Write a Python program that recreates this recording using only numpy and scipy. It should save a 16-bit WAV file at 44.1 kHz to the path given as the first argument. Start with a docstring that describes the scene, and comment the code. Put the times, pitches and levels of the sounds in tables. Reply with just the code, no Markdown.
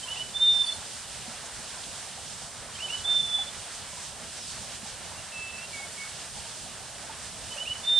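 """A thrush sings from a bush close to the microphone: a pip, two rising chirps and a long, nearly pure whistle,
while small birds slur and wheeze deeper in the forest. Dry ticks follow, and dull taps fall throughout.
A second phrase comes, the far birds call again, then soft low notes fill the pause before a third phrase.
Notes are unsteady sines, wheezes and ticks are banded noise, taps are damped rings; noise echoes make the
branches and the forest's tail. Filtered noise makes the low murmur and steady hiss under it all."""
import sys
import numpy as np
from scipy import signal
from scipy.fft import rfft, irfft
from scipy.io import wavfile
from scipy.ndimage import uniform_filter1d, map_coordinates

SR = 44100
rng = np.random.default_rng(int(sys.argv[2]) if len(sys.argv) > 2 else 0)


def persist_wave(psi):
    """Save psi, clipped to +-1, as 16-bit WAV."""
    counts = np.round(np.clip(psi, -1, 1) * 32767).astype(np.int16)
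    wavfile.write(sys.argv[1], SR, np.atleast_2d(counts).T)


N = 352359
TIME = np.arange(N) / SR
FREQS = np.maximum(np.fft.rfftfreq(N, 1 / SR), 1)


def undb(db):
    """Decibels to amplitude gain."""
    return 10 ** (np.asarray(db) / 20)


def pan(db):
    """Left and right gains for a left-minus-right level in dB; their mean is one."""
    gains = undb(np.array([np.atleast_1d(db), -np.atleast_1d(db)]) / 2)
    return gains / gains.mean(axis=0)


def over_freq(hz, values):
    """Join points by straight lines on a log-frequency axis."""
    return np.interp(np.log(FREQS), np.log(hz), values)


def walk(rate, size):
    """Smooth chance with a spread of about one, from `rate` random points a second."""
    steps = rng.standard_normal(int(size / SR * rate) + 4)
    return map_coordinates(steps, [np.arange(size) / SR * rate], order=2, mode="nearest")


def add(track, sound, start):
    """Mix a sound into a track from a given second on."""
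    i = max(int(start * SR), 0)
    part = track[..., i:i + sound.shape[-1]]
    part += sound[..., :part.shape[-1]]


def gate(t, length, edge):
    """Rounded start and end of a note."""
    nearest_end = np.minimum(t, length - t)
    return np.sin(np.pi / 2 * np.clip(nearest_end / edge, 0, 1)) ** 2


def arch(t, length, ends_db=-4):
    """Level in dB of a note that swells to its middle and fades again."""
    return ends_db * (2 * t / length - 1) ** 2


def ring_down(t, t60):
    """Exponential decay that falls 60 dB in t60 seconds."""
    return np.exp(-np.log(1000) * t / t60)


def syrinx(hz, db, waver, flutter_db, full_db=-29, second_db=-38, third_db=-34.5):
    """A nearly pure tone, a little unsteady; overtones grow as it is blown harder, up to full_db."""
    phase = 2 * np.pi * np.cumsum(hz * (1 + waver * walk(346, len(hz)))) / SR
    size = undb(db + flutter_db * walk(64.7, len(hz)))
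    effort = np.minimum(size / undb(full_db), 1)
    overtones = undb(second_db) * np.sin(2 * phase) + undb(third_db) * np.sin(3 * phase)
    below_nyquist = 3 * hz < SR / 2
    return np.sqrt(2) * size * (np.sin(phase) + effort * overtones * below_nyquist)


def tone(start, hz, db, waver, flutter_db, edge):
    """One syrinx note with rounded ends, placed in time."""
    out, t = np.zeros(N), np.arange(len(hz)) / SR
    add(out, gate(t, len(hz) / SR, edge) * syrinx(hz, db, waver, flutter_db), start)
    return out


def whistles(edge_s=0.018, pitch_window_s=0.028):
    """Long thrush whistles: a tone follows a smoothed pitch curve while its loudness surges and dips."""
    # one curve per long whistle: t/s, f/Hz, level/dB before the mix
    curves = [
        [(0.33, 3520, -44), (0.344, 3510, -39), (0.368, 3580, -28.5), (0.39, 3566, -42), (0.405, 3597, -27),
         (0.43, 3600, -20), (0.452, 3598, -24.5), (0.49, 3600, -19.5), (0.527, 3600, -26), (0.548, 3567, -24),
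         (0.564, 3593, -22.5), (0.583, 3570, -26.5), (0.62, 3558, -21), (0.636, 3590, -40), (0.645, 3530, -28),
         (0.659, 3510, -44), (0.668, 3500, -36), (0.698, 3492, -26.5), (0.717, 3490, -43), (0.725, 3530, -31),
         (0.74, 3530, -50), (0.77, 3560, -48)],
        [(3.035, 3440, -39), (3.06, 3490, -30.5), (3.069, 3600, -34), (3.08, 3547, -27.5), (3.115, 3570, -23),
         (3.142, 3560, -28.5), (3.167, 3563, -22), (3.187, 3540, -30), (3.204, 3544, -21), (3.224, 3510, -38),
         (3.233, 3500, -30), (3.255, 3530, -31.5), (3.275, 3502, -35.5), (3.325, 3490, -33),
         (3.351, 3490, -21.5), (3.38, 3474, -31.5), (3.425, 3476, -31), (3.455, 3440, -50), (3.485, 3500, -41)],
        [(7.825, 3540, -47), (7.845, 3570, -37), (7.866, 3585, -37), (7.878, 3605, -26.5), (7.932, 3606, -22),
         (7.948, 3610, -25), (7.96, 3580, -22.5), (7.988, 3590, -17)],
    ]
    # among the branches the direction depends on pitch: f/Hz, left minus right level/dB
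    direction = [(3520, -3.5), (3585, -7), (3602, 0)]
    out = 0
    for rows in curves:
        when, pitch, db = np.transpose(rows)
        t = np.arange(when[0], when[-1] + edge_s, 1 / SR)
        hz = uniform_filter1d(np.interp(t, when, pitch), int(pitch_window_s * SR), mode="nearest")
        sound = tone(when[0], hz, np.interp(t, when, db), waver=0.002, flutter_db=0.9, edge=edge_s)
        pitch_now = np.interp(TIME, t, hz)
        out = out + sound * pan(np.interp(pitch_now, *np.transpose(direction)))
    return out


def chirps(scoop_s=0.018):
    """Each chirp glides exponentially up to its pitch and throbs as it passes those that carry best."""
    # upward chirps: t/s, length/s, held f/Hz, scoop depth/Hz, level/dB before carry and mix
    chirp_notes = [(0.069, 0.07, 3003, 470, -33), (0.154, 0.077, 2993, 576, -32),
                   (2.785, 0.083, 3034, 736, -33), (2.88, 0.082, 2990, 650, -29.5),
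                   (7.562, 0.073, 3006, 620, -31), (7.65, 0.089, 2974, 717, -29)]
    # how well each pitch carries through the branches: f/Hz, gain/dB
    carry = [(2450, -6.5), (2720, -11), (2840, 1.5), (2905, -10), (2965, 2), (3040, -1.5)]
    out = 0
    for start, length, held_hz, scoop_hz, db in chirp_notes:
        t = np.arange(int(length * SR)) / SR
        hz = held_hz - scoop_hz * np.exp(-t / scoop_s)
        level = db + np.interp(hz, *np.transpose(carry))
        out = out + tone(start, hz, level, waver=0.0032, flutter_db=0.9, edge=0.0072)
    return out


def pips():
    """A short, nearly even-pitched syrinx note opens each phrase before the chirps."""
    # opening notes: t/s, length/s, f/Hz, level/dB before the mix
    pip_notes = [(0.023, 0.033, 3090, -36), (2.746, 0.026, 3120, -36), (7.496, 0.068, 3010, -44.5)]
    out = 0
    for start, length, hz, db in pip_notes:
        steady_hz = np.full(int(length * SR), float(hz))
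        out = out + tone(start, steady_hz, db, waver=0.0033, flutter_db=5.5, edge=0.01)
    return out


def soft_notes(settle_s=0.0316):
    """Quiet low whistles, beak nearly shut, that ease onto a steady pitch; some grow and some fade."""
    # soft notes: t/s, length/s, starting f/Hz, settled f/Hz, mid-note level/dB, growth over the note/dB
    low_notes = [(5.17, 0.041, 2850, 2710, -49, 0), (5.317, 0.201, 2660, 2640, -41, 3),
                 (5.517, 0.06, 2660, 2620, -43.5, 0), (5.577, 0.034, 2680, 2630, -41, 2),
                 (5.609, 0.057, 2705, 2750, -42.5, -3), (5.725, 0.14, 2340, 2200, -42.5, -5),
                 (5.974, 0.11, 2220, 2220, -44, -6)]
    out = 0
    for start, length, from_hz, held_hz, db, growth_db in low_notes:
        t = np.arange(int(length * SR)) / SR
        hz = held_hz + (from_hz - held_hz) * np.exp(-t / settle_s)
        level = db + arch(t, length) + growth_db * (t / length - 0.5)
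        out = out + tone(start, hz, level, waver=0.0025, flutter_db=2.5, edge=0.0077)
    return out


def slurs():
    """Small birds' thin tones, each sliding evenly from one pitch to another."""
    # thin slurs: t/s, length/s, starting f/Hz, final f/Hz, mid-note level/dB before the mix
    slur_notes = [(0.56, 0.2, 8550, 9820, -49.5), (0.63, 0.11, 4715, 4225, -46.5),
                  (4.515, 0.055, 4660, 4280, -49)]
    out = 0
    for start, length, from_hz, to_hz, db in slur_notes:
        t = np.arange(int(length * SR)) / SR
        hz = from_hz * (to_hz / from_hz) ** (t / length)
        out = out + tone(start, hz, db + arch(t, length), waver=0.0021, flutter_db=4.5, edge=0.008)
    return out


def wheezes(width_hz=600):
    """Hoarse distant calls: a narrow band of breathy sound slides downward."""
    # falling wheezes: t/s, length/s, starting f/Hz, final f/Hz, mid-note level/dB before the mix
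    hoarse_calls = [(0.51, 0.12, 5950, 4600, -49), (4.365, 0.12, 6000, 4700, -47),
                    (4.455, 0.165, 4950, 4000, -54)]
    out = np.zeros(N)
    for start, length, from_hz, to_hz, db in hoarse_calls:
        t = np.arange(int(length * SR)) / SR
        hz = from_hz * (to_hz / from_hz) ** (t / length)
        phase = 2 * np.pi * np.cumsum(hz) / SR
        # two random envelopes a quarter turn apart spread the tone into a band
        rasp = walk(width_hz, len(t)) * np.sin(phase) + walk(width_hz, len(t)) * np.cos(phase)
        add(out, undb(db + arch(t, length)) * gate(t, length, 0.0075) * rasp, start)
    return out


def taps(t60=0.091, rise_s=0.0012, faint_db=-44, count=36):
    """Soft knocks, each a short damped ring of unsteady pitch; fainter ones fall at random."""
    # dull taps among the trees: t/s, f/Hz, level/dB before rise and decay
    clear = [(1.279, 229, -36), (3.386, 775, -33), (4.83, 221, -36.5), (5.119, 953, -39), (5.80, 803, -38),
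             (6.37, 855, -39), (7.095, 908, -32.5), (7.56, 592, -37)]
    faint = []
    for when, pitch, size in rng.random((count, 3)):
        faint.append((when * N / SR, 550 + 500 * pitch, faint_db + 5 * size))
    out, t = np.zeros(N), np.arange(SR // 2) / SR
    envelope = (1 - np.exp(-t / rise_s)) * ring_down(t, t60)
    for start, hz, db in clear + faint:
        phase = 2 * np.pi * np.cumsum(hz * (1 + 0.036 * walk(173, len(t)))) / SR
        add(out, undb(db) * np.sin(phase) * envelope, start)
    return out


def ticks(rise_s=0.002, decay_s=0.0064):
    """Faint dry ticks in the foliage, each a short noise burst in one band."""
    # dry ticks: t/s, centre f/Hz, level/dB before rise and decay
    bursts = [(1.22, 3050, -37), (1.459, 6700, -35), (1.835, 3750, -36)]
    out, t = np.zeros(N), np.arange(SR // 20) / SR
    envelope = (1 - np.exp(-t / rise_s)) * np.exp(-t / decay_s)
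    for start, hz, db in bursts:
        band = signal.butter(2, [0.85 * hz, 1.15 * hz], "band", fs=SR, output="sos")
        grain = signal.sosfilt(band, rng.standard_normal(len(t)))
        add(out, undb(db) * grain / grain.std() * envelope, start)
    return out


def scatter(sound, t60, wet_db, likeness=0.67):
    """Dense decaying echoes off wood and leaves, partly the same left and right."""
    t = np.arange(SR) / SR
    mid, side = rng.standard_normal((2, SR))
    alike = np.clip(likeness, 0, 1)
    tail = np.sqrt(1 + alike) * mid + np.sqrt(1 - alike) * side * np.array([[1], [-1]])
    tail = tail * ring_down(t, t60) * (t > 0.004)  # no echo in the first 4 ms
    tail = tail / np.sqrt(np.sum(tail ** 2) / 2)
    return undb(wet_db) * signal.fftconvolve(np.atleast_2d(sound), tail, axes=1)[:, :N]


def air(spectrum, db, swell_db, flicker_db):
    """A steady bed of shaped noise whose bands swell together and, all but the top, flicker alone."""
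    # stereo image of the bed: f/Hz, left-right correlation, left minus right level/dB
    image = [(59.3, 0.82, -6), (300, 0.75, -6), (700, 0.92, -2), (1500, 0.9, -0.5), (3400, .88, -0.5),
             (4470, 0.71, -4), (7000, 0.27, -4), (8850, 0.14, -1.5)]
    hz, alike, pan_db = np.transpose(image)
    alike = np.clip(over_freq(hz, alike), 0, 1)
    mid, side = rfft(rng.standard_normal((2, N)))
    both = np.sqrt(1 + alike) * mid + np.sqrt(1 - alike) * side * np.array([[1], [-1]])
    both = both / np.sqrt(1 + alike) * pan(over_freq(hz, pan_db))
    both = both * undb(over_freq(*np.transpose(spectrum)))
    rest, out = irfft(both, N), 0
    swell = swell_db * walk(3.077, N)
    for edge_hz in 250 * 2 ** np.arange(6):  # peel off bands from the bottom up
        band = signal.sosfiltfilt(signal.butter(2, edge_hz, fs=SR, output="sos"), rest)
        out = out + band * undb(swell + flicker_db * walk(16, N))
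        rest = rest - band
    out = out + rest * undb(swell)
    return out * undb(db) / out.mean(axis=0).std()


def murmur():
    """The forest's low murmur, as shaped noise."""
    # murmur spectrum: f/Hz, relative level per Hz/dB
    low_spectrum = [(15, -41), (25, -9), (43, -3.5), (76, 2), (162, -1), (234, -4), (317, -11), (384, -7.5),
                    (531, -5.5), (655, -1.5), (749, -3.5), (906, -3.5), (1020, -5.5), (1670, -4.5),
                    (2400, -8.5), (3120, -18.5), (5280, -120)]
    return air(low_spectrum, -46, swell_db=0.47, flicker_db=2.0)


def hiss():
    """The microphone's steady hiss, as shaped noise."""
    # hiss spectrum: f/Hz, relative level per Hz/dB
    high_spectrum = [(1410, -57), (2400, -6.5), (2880, 0.5), (4160, -0.5), (5090, -0.5), (6840, -2),
                     (8590, 1), (9300, -1.5), (11500, -18.5), (14900, -34), (22000, -120)]
    return air(high_spectrum, -42.5, swell_db=0.63, flicker_db=1.7)


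def scene():
    """The thrush close by, the small birds deeper in the forest, and the air around them."""
    whistle = undb(0.8) * whistles()
    chirp = undb(-3.0) * (pips() + chirps()) * pan(-3.5)
    soft = soft_notes() * pan(-4.0)
    small_birds = slurs() * pan(-0.5) + wheezes() * pan(-1.7)
    knocks = (taps() + ticks()) * pan(-3.5)
    branches = scatter(chirp, t60=0.32, wet_db=-11) + scatter(soft, t60=0.35, wet_db=-12)
    add(branches, undb(-12) * chirp, 0.02)  # a trunk close by throws pips and chirps back after 20 ms
    forest = scatter(whistle + chirp + soft + knocks, t60=0.42, wet_db=-17)
    far = undb(-1.0) * small_birds + scatter(small_birds, t60=0.24, wet_db=-3.5)
    bed = murmur() + hiss()
    return whistle + chirp + soft + knocks + branches + forest + far + bed


def record(dry):
    """The recorder cuts the top: a steep low-pass at 15.6 kHz."""
    return signal.sosfilt(signal.ellip(8, 0.2, 70, 15600, fs=SR, output="sos"), dry)


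dry = scene()
out = record(dry)
persist_wave(out)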